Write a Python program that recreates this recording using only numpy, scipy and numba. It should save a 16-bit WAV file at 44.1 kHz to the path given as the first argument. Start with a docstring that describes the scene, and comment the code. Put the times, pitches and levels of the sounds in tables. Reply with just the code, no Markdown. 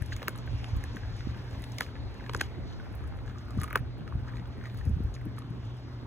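"""Wind rumbles on a phone's two microphone ports while a dog, a metre away on a lawn, chews raw meat.
Each bite through gristle cracks and rings down in the closing mouth; splinters tick, wet flesh
squelches and air puffs through the nose. Single eddies slap the ports, and behind it all sit
the hum of a cooling unit and the wash of a suburb."""
import sys
import numpy as np
from scipy import signal
from scipy.fft import rfft, irfft, next_fast_len
from scipy.io import wavfile
from scipy.ndimage import uniform_filter1d
from numba import njit

SR = 44100
rng = np.random.default_rng(int(sys.argv[2]) if len(sys.argv) > 2 else 0)


def put_to_file(sound):
    """Save the sound as 16-bit audio at rate SR, in the file named by the first command-line argument."""
    columns = np.atleast_2d(sound).T  # one column per channel
    safe = np.clip(columns, -1, 1)
    whole_steps = np.round(safe * 32767)
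    wavfile.write(sys.argv[1], SR, whole_steps.astype(np.int16))


N = 267545
T = np.arange(N) / SR
USUAL_DB = -35  # level of a usual bite and of the usual rumble


def undb(db):
    return 10 ** (np.asarray(db) / 20)


def unit(x):
    """Scale to rms 1."""
    return x / np.sqrt(np.mean(x ** 2))


def curves(table):
    """Columns of a table, joined by straight lines in time."""
    times, *columns = np.transpose(table)
    return [np.interp(T, times, column) for column in columns]


def over_hz(table, hz):
    """Read a (freq_hz, value) table on a log frequency axis."""
    freqs, values = np.transpose(table)
    return np.interp(np.log(hz), np.log(freqs), values)


def band(x, lo_hz, hi_hz, order=2):
    sos = signal.butter(order, [lo_hz, min(hi_hz, .45 * SR)], "bandpass", fs=SR, output="sos")
    return signal.sosfilt(sos, x)


def grains(shape, lo_hz, hi_hz):
    """Rows of band noise, one for each event."""
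    return unit(band(rng.standard_normal(shape), lo_hz, hi_hz, order=3))


def stereo_noise(likeness):
    """Left and right noise, from unrelated (0) to identical (1)."""
    mid, side = rng.standard_normal((2, N))
    return np.sqrt((1 + likeness) / 2) * mid + np.sqrt((1 - likeness) / 2) * np.array([side, -side])


def walk(rate_hz):
    """Random levels held 1 / rate_hz seconds and smoothed twice; spread near 1."""
    hold = int(SR / rate_hz)
    steps = np.repeat(rng.standard_normal(N // hold + 1), hold)
    return 1.5 * uniform_filter1d(uniform_filter1d(steps, hold), hold)[:N]


def add(out, start_s, grain):
    """Mix a grain in at start_s."""
    i = int(start_s * SR)
    grain, i = grain[max(-i, 0):], max(i, 0)
    out[i:i + len(grain)] += grain[:len(out) - i]


@njit
def resonate(x, hz, width_hz):
    """State-variable band-pass whose centre moves."""
    y, band_state, low_state = np.empty(len(x)), 0., 0.
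    for i in range(len(x)):
        g, damping = np.tan(np.pi * hz[i] / SR), width_hz / hz[i]
        v = (band_state + g * (x[i] - low_state)) / (1 + g * (g + damping))
        band_state, low_state = 2 * v - band_state, low_state + 2 * g * v
        y[i] = damping * v
    return y


def wind(gust_db=2.5, puff_db=3):
    """Eddies tumble over the ports: an uneven rumble, and a flutter that comes in puffs."""
    # strength of the wind on the ports: time_s, rumble_db
    gusts = [(0.0, -35), (0.49, -43), (0.52, -38.5), (0.67, -47), (0.78, -29.5), (0.81, -39), (1.25, -43),
             (1.28, -34.5), (1.37, -41), (1.9, -42), (2.3, -42), (2.6, -40), (2.85, -43.5), (3.02, -36.5),
             (3.2, -40.5), (3.51, -38), (3.6, -27), (3.7, -41), (4.09, -42), (4.17, -34), (4.22, -43.5),
             (4.49, -41.5), (4.81, -40.5), (4.88, -33), (4.93, -34), (5.02, -34), (5.05, -36.5),
             (5.17, -51), (5.27, -42.5), (6.07, -47)]
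    rumble_db, = curves(gusts)
    pan_db = .3 + 1.5 * walk(12)  # left minus right
    low, high = stereo_noise(.78), stereo_noise(.6)
    rumble = unit(band(low, 43, 107, order=3)) * undb(rumble_db + gust_db * walk(14))
    flutter_db = -48 + .32 * (rumble_db - USUAL_DB)  # follows the gusts only a little
    flutter = unit(band(high, 92, 286)) * undb(flutter_db + puff_db * walk(40))
    return (rumble + flutter) * undb(np.array([pan_db, -pan_db]) / 2)


def suburb():
    """Far traffic and leaves: third-octave bands that swell together and flicker alone."""
    # tone of the wash before its tilt: freq_hz, relative_db
    spectrum = [(150, -2), (300, -3.5), (500, -7), (1000, -11.5), (2000, -19.5), (3000, -24.5),
                (4500, -24.5), (6300, -40), (7300, -56), (8800, -51.5), (11000, -49), (16000, -79)]
    # slow swell of the wash: time_s, level_db, tilt_db_per_octave
    swell = [(0, -52, 2.5), (.74, -50.5, 3), (2.33, -50.5, 1.3), (4.0, -54, 1), (6.07, -53.5, 1.05)]
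    # how alike the wash is at the two ports: freq_hz, likeness (0-1)
    likeness = [(100, 1), (500, 0.98), (2000, 0.35), (2900, 0.3), (4500, 1), (16000, 1)]
    level_db, tilt_db = curves(swell)
    wash = 0
    for hz in 200 * 2 ** np.arange(0, 6.5, 1 / 3):
        noise = band(stereo_noise(over_hz(likeness, hz)), hz * 2 ** (-1 / 6), hz * 2 ** (1 / 6))
        flicker_db = 1.5 * walk(8) + 1.2 * walk(50)
        wash = wash + undb(over_hz(spectrum, hz) + tilt_db * np.log2(hz / 1000) + flicker_db) * noise
    return wash / np.std(band(wash, 187, 6500)) * undb(level_db)


def cooling_hum(waver_db=2.44):
    """A cooling unit's motor drones, wavering as the air moves, a little apart at the two ports."""
    # motor tones: pitch_hz, rms_db
    tones = [(119.8, -42.5), (240, -63.5), (275, -59.5), (360, -66)]
    drift = .7 * walk(12) + .5 * walk(4) * np.array([[1], [-1]])
    return sum(np.sqrt(2) * undb(db + waver_db * walk(12)) * np.sin(2 * np.pi * hz * T + drift)
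               for hz, db in tones)


def squelch(pops_per_s=500, juicy_per_s=220, spread_db=2.5, smear_s=.0042, width_hz=480.):
    """Wet flesh bursts in tiny uneven pops: a bright fizz, and fewer juicy ones that ring the mouth."""
    # working of the jaws: time_s, fizz_db, juicy_db, mouth_hz
    chewing = [(0, -74, -62, 1710), (.25, -70, -72, 1760), (.45, -86, -70, 1660), (1.2, -80, -63, 1690),
               (1.65, -71.5, -61, 1810), (1.85, -67, -72, 1700), (1.95, -88, -86, 1600),
               (2.35, -71, -70, 1590), (2.55, -80, -63, 1420), (3.24, -78.5, -61, 1300),
               (3.55, -75, -60.5, 1250), (3.64, -71, -60, 1230), (3.76, -81, -51, 1200),
               (3.8, -84, -64.5, 1210), (4.35, -76.5, -62.5, 1490), (4.55, -82, -68, 1650),
               (4.68, -74, -62.5, 1760), (5.0, -79.5, -64.5, 1510), (6.07, -81.5, -66.5, 1380)]
    fizz_db, juicy_db, mouth_hz = curves(chewing)
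    chance = rng.random(N)
    sizes = undb(spread_db * np.minimum(rng.exponential(size=N), 4))
    pops = (chance < pops_per_s / SR) * sizes
    pop_energy = signal.lfilter([1], [1, -np.exp(-1 / (smear_s * SR))], pops ** 2)
    noise = rng.standard_normal(N)
    hiss = band(noise, 7000, 16000, order=3) + .8 * band(noise, 8200, 9400)
    fizz = hiss * np.sqrt(pop_energy + 1e-12)
    mouth_hz = mouth_hz * (1 + .13 * walk(40))  # the tongue never rests
    juicy_pops = (chance < juicy_per_s / SR) * sizes
    juicy = resonate(resonate(juicy_pops, mouth_hz, width_hz), mouth_hz, 2 * width_hz)
    return undb(fizz_db) * unit(fizz) + undb(juicy_db) * unit(juicy)


def buffets(edge_db=-14, edge_ratio=1.72):
    """An eddy slaps both ports, one harder: a short thump of pressure with a sharper edge."""
    # single eddies: peak_s, level_db, pitch_hz, half_width_s
    slaps = [(0.022, -23, 93, 0.0056), (0.34, -45, 162, 0.015), (0.736, -26, 90.5, .006),
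             (0.77, -23, 78.5, 0.0029), (1.273, -31, 204, 0.0023), (3.576, -25, 220, 0.0056),
             (3.591, -19.5, 94, 0.0051), (3.624, -36, 153, 0.008), (3.81, -28.5, 128, 0.0056),
             (4.015, -37, 149, 0.017), (4.157, -26, 106, 0.0059), (4.868, -40.5, 271, 0.011),
             (4.871, -27.5, 139, 0.0097), (4.881, -21, 82.5, 0.015), (4.914, -20.5, 75, 0.0061),
             (4.899, -29.5, 202, 0.0076), (4.94, -23, 71.6, 0.016), (4.97, -27, 152, 0.0082),
             (5.006, -26, 213, 0.0032), (5.031, -28, 95, 0.01), (5.052, -23, 68.4, 0.0092),
             (5.263, -36, 295, 0.0036), (5.27, -25, 181, 0.0026), (5.451, -35.5, 148, 0.0067),
             (5.51, -30.5, 139, 0.0054)]
    out, t = np.zeros(N), np.arange(-2000, 2000) / SR
    phases = rng.uniform(0, 2 * np.pi, len(slaps))
    for (peak_s, level_db, hz, half_width_s), phase in zip(slaps, phases):
        thump = np.exp(-(t / half_width_s) ** 2) * np.cos(2 * np.pi * hz * t + phase)
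        edge = np.exp(-(2 * t / half_width_s) ** 2) * np.cos(2 * np.pi * edge_ratio * hz * t + phase)
        add(out, peak_s + t[0], undb(level_db) * (thump + undb(edge_db) * edge))
    lean_db = 3 * walk(30.02)
    return out * undb(np.array([lean_db, -lean_db]))


def bites(usual_t60_s=.015, linger_t60_s=.06, knock_t60_s=.024, glide_s=.0011, spread=.12):
    """Gristle fibres snap in a quick spray that rings the mouth, knocks the jaw and crumbles away."""
    # bites: peak_s, peak_db, ring_hz, pitch_drop (share of ring_hz; none if negative),
    # grit_db, knock_db (both relative to the ring)
    cracks = [(.0224, -37.5, 1697, 0.2, -12, -27), (.123, -32, 1910, -0.6, -29, -15),
              (.127, -32.5, 1693, -0.54, -32, -7.5), (0.166, -37, 2135, -2, 2, -16),
              (.197, -43, 1810, .3, -13, -20), (0.2193, -37, 1690, 0.28, -11, -18),
              (0.2214, -30, 550, .1, -17, -18), (.229, -30, 2810, 0.1, 6, -1),
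              (.234, -35, 536, .1, -18, -18), (.2775, -32, 1883, 0.46, -6, -23),
              (.2822, -16.5, 1150, 1, -4.5, -9), (.2925, -43, 1426, 0.23, -15, -25),
              (.355, -39, 1200, 0.062, -4, -20), (.4759, -37.5, 1510, 0.48, -22, 3),
              (.601, -45, 2000, .1, -6, -20), (0.644, -30, 1106, 1.2, 6.5, -28),
              (0.84, -34, 1648, 0.3, -15, -8), (.808, -45, 1774, .3, 0, -20),
              (.876, -51, 1680, .3, -4, -20), (0.9688, -32.5, 1550, 0.4, -14, -23),
              (1.0347, -39.5, 1655, .04, -12, -23), (1.2073, -36, 1440, .17, 6, -22),
              (1.302, -44, 1525, .3, -9, -22), (1.3463, -40, 1586, -0.1, -10, -23),
              (1.6403, -33, 1983, 2, -2, -16), (1.785, -29.5, 2075, 0.2, -2, -19),
              (1.8092, -14.5, 1261, 0.85, -9, -17), (1.8108, -27, 678, .3, -16, -23),
              (1.8235, -40, 1750, 0, -15, -25), (1.82, -34, 1660, -1.5, 8, -17),
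              (1.865, -38, 1610, 0.6, -12, -20), (1.887, -47, 1580, .1, -12, -20),
              (1.9555, -39.5, 1700, 0.45, -8, -20), (1.965, -43, 1723, -0.089, -10, -20),
              (2.1516, -46, 1750, -0.5, -11, -12), (2.199, -43.5, 2080, -0.5, -9, -9),
              (2.208, -43, 1490, 0.37, -8, -20), (2.24, -42, 1810, .2, -6, -20),
              (2.264, -38.5, 1660, 0.15, -2, -16), (2.2958, -25.5, 908, 1.5, -1.5, -3.5),
              (2.3353, -31.5, 800, 1.5, 1, -5), (2.3487, -21.5, 837, 1.4, -10, -7),
              (2.399, -34.5, 1830, .1, -5, -8), (2.4125, -31.5, 812, 0.078, -22, -14),
              (2.424, -35, 808, .1, -20, -20), (2.44, -46, 2900, -0.3, -10, -25),
              (2.4099, -21, 1680, 0.4, 4, -28), (2.4131, -15, 1506, .2, 0, -12),
              (2.8, -42, 1460, 0.19, -24, -18), (2.868, -41, 790, .2, -25, -6),
              (2.941, -46.5, 1440, 0.59, -15, -20), (3.041, -44, 1285, -0.066, -20, -18),
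              (3.074, -47, 1510, .3, -8, -20), (3.124, -41, 850, .1, -18, -17),
              (3.189, -47, 1210, .6, -5, -4), (3.2785, -39.5, 1596, 0.3, -7, -24),
              (3.298, -43, 980, .96, 0, -21), (3.359, -46, 1190, -0.5, -21, -20),
              (3.499, -44, 1060, .09, -24, -20), (3.508, -46, 1197, .4, -15, -20),
              (3.587, -42, 1190, .3, -10, -20), (3.61, -40, 1390, .5, -12, -25),
              (3.6161, -30.5, 1180, 1.0, -9, -13), (3.634, -33, 1170, 1, -13, -27),
              (3.639, -35, 1192, .8, -11, -18), (3.622, -43, 1172, .3, -13, -20),
              (3.6458, -43, 1233, .1, -14, -20), (3.656, -54, 1230, .4, -6, -20),
              (3.643, -31.5, 1238, -1.7, -8, -19), (3.629, -50, 1920, .4, -5, -20),
              (3.665, -47, 1302, 0.64, -8, -20), (3.694, -48, 1254, .8, -8, -20),
              (3.737, -45, 1247, .5, -8, -20), (3.679, -39, 1520, 0.5, -7, -22),
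              (3.6837, -37, 1237, .29, -13, -20), (3.688, -49, 1107, .5, -8, -20),
              (3.7035, -41, 2160, .1, -10, -25), (3.719, -43, 1297, .6, -10, -20),
              (3.7087, -32, 1152, 1.1, -14, -12), (3.73, -30, 1212, 1.1, -19, -8),
              (3.7572, -13, 1051, 1.2, -23, -8), (3.7587, -18.5, 847, .5, -9, -10.5),
              (3.754, -40, 2230, .1, -2, -22), (3.7617, -21, 266, 1.5, -22, -6),
              (3.763, -40, 1146, -0.7, -21, -4), (3.748, -35, 880, .3, -17, -10),
              (3.767, -32, 1137, .2, -22, -15), (3.775, -31, 1406, -0.073, -6, -27),
              (4.078, -36.5, 1241, 1, -3.5, -26), (4.125, -34, 1126, -0.46, -36, -29),
              (4.2767, -40.5, 1310, -0.5, -21, -16), (4.283, -45, 1860, -0.37, -21, -20),
              (4.2883, -42, 1600, .14, -21, -18), (4.303, -46, 1740, .1, -18, -20),
              (4.324, -46, 1190, .1, -10, -17), (4.3375, -43, 1685, 0.2, -15, -19),
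              (4.244, -50, 1390, .1, -12, -20), (4.357, -43, 1880, .1, -4, -20),
              (4.37, -36.5, 1403, 1.03, 0, -30), (4.382, -44, 1930, .1, -9, -22),
              (4.397, -40.5, 1880, .26, 3, -23), (4.457, -42, 2770, .2, 4, -25),
              (4.469, -52, 1590, .1, -5, -20), (4.612, -43, 1560, .4, -13, -18),
              (4.627, -45, 1780, .3, -12, -20), (4.646, -47, 2000, 0.6, -15, -20),
              (4.665, -47, 1900, .1, -13, -20), (4.6397, -41, 1397, .23, -22, -22),
              (4.653, -43, 1910, .1, -13, -20), (4.657, -34.5, 1857, 0, -14, -12),
              (4.661, -44, 1970, .3, -12, -7), (4.671, -45, 1200, -0.11, -20, -20),
              (4.673, -51, 1900, -0.11, -20, -20), (4.698, -45, 2240, .3, 7, -20),
              (4.746, -43.5, 1366, .4, -5, -20), (4.788, -48, 1295, 0, -6, -20),
              (4.813, -40.5, 1810, -1.2, -16, -10), (5.165, -42, 1690, 0.5, -7, -20),
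              (5.213, -45.5, 1910, .1, -15, -20), (5.3745, -45, 1290, 0.49, -15, -20),
              (5.3832, -35.5, 1170, 0.5, -12, -9), (5.421, -41, 1110, 0.2, -6, -17)]
    peak_s, peak_db, ring_hz, pitch_drop, grit_db, knock_db = np.transpose(cracks)[:, :, None]
    out, t = np.zeros(N), np.arange(-400, 2000) / SR
    shape, after = (len(cracks), len(t)), np.maximum(t, 0)
    force_db = peak_db - USUAL_DB
    decay_stray, shape_stray = np.exp(spread * rng.standard_normal((len(cracks), 2)).T[:, :, None])
    t60_s = usual_t60_s * decay_stray * undb(-.49 * force_db)  # harder bites close tighter, ring shorter
    rise_s = .001 * shape_stray
    attack = np.exp(-(np.minimum(t, 0) / rise_s) ** 2)
    # the cavity closes round the meat, so its note starts high and falls
    pitch_hz = ring_hz * (1 + np.clip(pitch_drop, 0, 2.5) * np.exp(-np.maximum(t + rise_s, 0) / glide_s))
    roughness = undb(.13 * force_db)  # soft smacks pop cleaner
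    wobble = 1 + .25 * grains(shape, 100, 500)  # wet walls roughen the note
    phase = 2 * np.pi * np.cumsum(pitch_hz, axis=1) / SR + .35 * roughness * grains(shape, 149, 660)
    upper = undb(-15) * roughness * np.sin(1.45 * shape_stray * phase)  # a second, smaller pocket
    decay = undb(-60 * after / t60_s) + undb(-18 - 60 * after / linger_t60_s)
    ring = (np.sin(phase) + upper) * wobble * decay
    grit = grains(shape, 740, 4130) * undb(grit_db - 60 * after / (.99 * t60_s))
    # the jaw answers a moment later with a dull note that sags
    jaw_hz = 280 + 650 * np.exp(-after / .0027)
    thud = np.sin(2 * np.pi * np.cumsum(jaw_hz) / SR) + 1.28 * grains(shape, 206, 820)
    knock = thud * (1 - np.exp(-after / .002)) * undb(knock_db - 60 * after / knock_t60_s)
    crumble = grains(shape, 1030, 2270) * wobble * undb(-27) * np.exp(-after / .018)
    # the harder the bite, the more of a short broad snap of tooth on bone
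    snap = grains(shape, 560, 4200) * undb(-8.66 + .68 * peak_db) * np.exp(-(after / .0015) ** 2)
    # fibres give a little before they break
    creak = grains(shape, 1130, 2700) * (t < 0) * undb(-21) * np.exp(-(t / .006) ** 2)
    sound = creak + attack * (ring + grit + snap + knock + crumble)
    sound *= undb(peak_db) / np.abs(sound).max(axis=1, keepdims=True)
    for start_s, bite in zip(peak_s[:, 0] + t[0], sound):
        add(out, start_s, bite)
    return out


def mouth_hollow(sound):
    """The open mouth rings on after each bite."""
    # resonance of the mouth: time_s, gain_db, pitch_hz
    hollow = [(0, 1, 1580), (1.8, -17, 1470), (2.3, -2, 1660), (2.45, -11, 1620), (3.55, 3, 1200),
              (3.74, -1, 1190), (3.76, -4, 1230), (4.2, -0.5, 1210), (6.07, -12, 1290)]
    gain_db, pitch_hz = curves(hollow)
    return sound + undb(gain_db) * resonate(sound, pitch_hz, width_hz=110.)


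def ticks(rise_s=.00077, half_width_s=.00086, spray_s=.018, soft_db=-60):
    """Splinters and wet smacks: bright bursts of a millisecond or so, with a sputtering spray behind."""
    # ticks: start_s, level_db (of the bright band), top_db, dull_db (both relative to that band)
    splinters = [(0.022, -44, -16, -13), (0.061, -50, -19, 1), (0.164, -50, -2, 6.5), (0.2295, -57.5, 4, 1),
                 (0.2822, -38.5, 5.5, 2), (0.292, -46, -10, -3), (0.36, -46.5, -12, -22),
                 (0.377, -56, 5, -6), (0.386, -61.5, -4, 12), (0.4644, -70, 9, 0), (0.6419, -67, 4, 5),
                 (0.7652, -57, 6, -2), (.772, -65, -10, 13), (.81, -68, -10, 11), (0.839, -44, -6, -1),
                 (0.96, -57.5, -1, 6), (0.969, -56, 3, 2), (1.166, -59, -14, 6), (1.19, -62, -17, 9),
                 (1.51, -63.5, -19, 10), (1.5951, -60, -29, -11), (1.621, -49, -6, -4),
                 (1.6417, -46, -9, -1), (1.72, -57.5, -5, 12.5), (1.7842, -43, -4, 6),
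                 (1.807, -35.5, -3, 4), (1.822, -48, -6, -11), (2.142, -63.5, -12, 6),
                 (2.2618, -67, -13, 10.5), (2.2964, -62, -9, 9), (2.3343, -47, -7, 0), (2.3474, -42, -5, 4),
                 (2.3643, -51, -10, 11), (2.3745, -49, -6, 1), (2.4085, -48, -5, -1),
                 (2.4112, -31.5, -8, 1), (2.4214, -61, -6, -1), (2.9238, -66, -15, -10),
                 (2.929, -64, -10, -8), (2.95, -60.5, 12, -21), (2.954, -59, 3, -15), (2.9774, -70, -8, -4),
                 (3.0398, -63, -4, 4), (3.072, -60, -12, -11), (3.0765, -60, 1, -8), (3.171, -65, -8, -2),
                 (3.262, -71, -10, 15), (3.271, -71, -10, 15), (3.279, -72, -10, 12), (3.2925, -64, 0, 4),
                 (3.384, -72, -10, 20), (3.5068, -55.5, -8, 2), (3.5532, -66, -4, -2), (3.576, -58, -16, 5),
                 (3.6004, -52.5, -4, 8.5), (3.6153, -41, -2, -8), (3.6338, -36.5, -5, -3),
                 (3.64, -40, -4, -8), (3.681, -58, 1, -6), (3.703, -55, -4, -9), (3.707, -67, -5, 1),
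                 (3.729, -45.5, 3, -13), (3.7575, -34.5, 2, -22), (3.7654, -57, -10, -9),
                 (3.775, -59, -13, 6), (3.982, -72, 5, -8), (4.076, -69, -8, -7), (4.0894, -71, -2, -2),
                 (4.3618, -65, 5, -1), (4.3695, -65, -4, -4), (4.4761, -68, 2, -4), (4.577, -67, -5, -19),
                 (4.6395, -66, -10, 10), (4.657, -68, -10, 12), (4.671, -71, -10, 15), (4.7445, -65, 7, -4),
                 (4.7735, -53, -1, -1.5), (4.787, -58, -7, -9), (4.8526, -56, -1, 3), (4.86, -63, -13, -3),
                 (4.894, -55, -19, -6), (5.0377, -63.5, 6, -11), (5.141, -57, -24, 8.5),
                 (5.152, -60, -22, 4), (5.214, -64, 2, -3), (5.253, -60, 2, -14), (5.365, -66, -10, 3),
                 (5.381, -62, -12, -1), (5.388, -48.5, -19, -4), (5.5024, -64, -9, -4),
                 (5.653, -66, -12, 3), (5.77, -63, -9, -11)]
    start_s, level_db, top_db, dull_db = np.transpose(splinters)[:, :, None]
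    out, t = np.zeros(N), np.arange(-250, 2150) / SR - rise_s
    shape = (len(splinters), len(t))
    sputter = undb(5 * grains(shape, 100, 600))
    widths_s = half_width_s * np.exp(.29 * rng.standard_normal(start_s.shape))
    burst = np.exp(-(t / widths_s) ** 2)
    spray_db = -18 - .35 * np.maximum(level_db - soft_db, 0)  # louder ticks are drier
    spray = (1 - burst) * (t > 0) * undb(spray_db) * sputter * np.exp(-t / spray_s)
    bright = grains(shape, 7900, 11500)
    top = undb(top_db) * grains(shape, 11500, 15300)
    dull = undb(dull_db) * grains(shape, 3800, 7300)
    bright_rms = np.linalg.norm(burst * bright, axis=1) / np.linalg.norm(burst, axis=1)
    sound = (burst + spray) * (bright + top + dull) * undb(level_db) / bright_rms[:, None]
    for peak_s, tick in zip(start_s[:, 0] + rise_s, sound):
        add(out, peak_s + t[0], tick)
    return out


def snuffles(nostril_hz=6090, whistle_db=-5.5):
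    """Air hisses through the nostrils in short puffs, with a wet whistle in them."""
    # puffs of breath: peak_s, level_db, half_width_s
    puffs = [(0.127, -48.5, 0.013), (0.693, -61, 0.029), (0.803, -62, 0.027), (1.176, -59.5, 0.034),
             (1.301, -62, 0.022), (1.555, -58.5, 0.033), (1.83, -54, 0.044), (2.167, -69, .03),
             (2.427, -55.5, 0.053), (2.704, -60, 0.057), (3.395, -66, 0.023), (3.616, -58.5, 0.055),
             (4.284, -62, 0.017), (4.364, -68, 0.03), (4.533, -67, 0.022), (4.658, -63.5, 0.017),
             (4.82, -64.5, 0.087), (5.151, -56, 0.0076), (5.383, -64, 0.014), (5.676, -64, 0.035)]
    flow, t = np.zeros(N), np.arange(-6000, 6000) / SR
    for peak_s, level_db, half_width_s in puffs:
        add(flow, peak_s + t[0], undb(level_db) * np.exp(-(t / half_width_s) ** 2))
    air = rng.standard_normal(N)
    hiss = unit(band(air, 2800, 5640, order=3))
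    whistle_hz = nostril_hz * (1 + .057 * walk(25.05))  # the nostrils narrow and widen
    whistle = unit(resonate(air, whistle_hz, width_hz=700.))
    return flow * undb(3.5 * walk(120)) * unit(hiss + undb(whistle_db) * whistle)


def nearby_scatter(sound, echo_db=-13, decay_s=.003):
    """Grass, legs and the hand scatter a short smear, different at each port."""
    t = np.arange(1200) / SR
    smear = rng.standard_normal((2, len(t))) * np.exp(-t / decay_s)
    smear *= undb(echo_db) / np.linalg.norm(smear, axis=1, keepdims=True)
    return sound + signal.fftconvolve(sound[None], smear, axes=1)[:, :N]


def scene():
    """The dog up close, wind on the ports, suburb and hum behind."""
    dog = mouth_hollow(bites()) + ticks() + squelch() + snuffles()
    return nearby_scatter(dog) + wind() + buffets() + suburb() + cooling_hum()


def record(dry, stop_hz=17000):
    """The phone's stereo processing turns the phase of the right channel against the left, more so in the
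    treble; the very top is cut."""
    # phase set between the channels by the stereo processing: freq_hz, right_lead_rad
    stereo_phase = [(0, 0), (500, .5), (1200, .8), (1900, .5), (2500, -.3), (3100, -1.6), (4700, -np.pi),
                    (17600, -7 * np.pi)]
    freq_hz, right_lead_rad = np.transpose(stereo_phase)
    size = next_fast_len(N + 4096)
    half_lead = np.interp(np.fft.rfftfreq(size, 1 / SR), freq_hz, right_lead_rad) / 2
    wide = irfft(rfft(dry, size) * np.exp(1j * np.array([-half_lead, half_lead])), size)[:, :N]
    return signal.sosfilt(signal.cheby2(10, 50, stop_hz, fs=SR, output="sos"), wide)


dry = scene()
out = record(dry)
put_to_file(out)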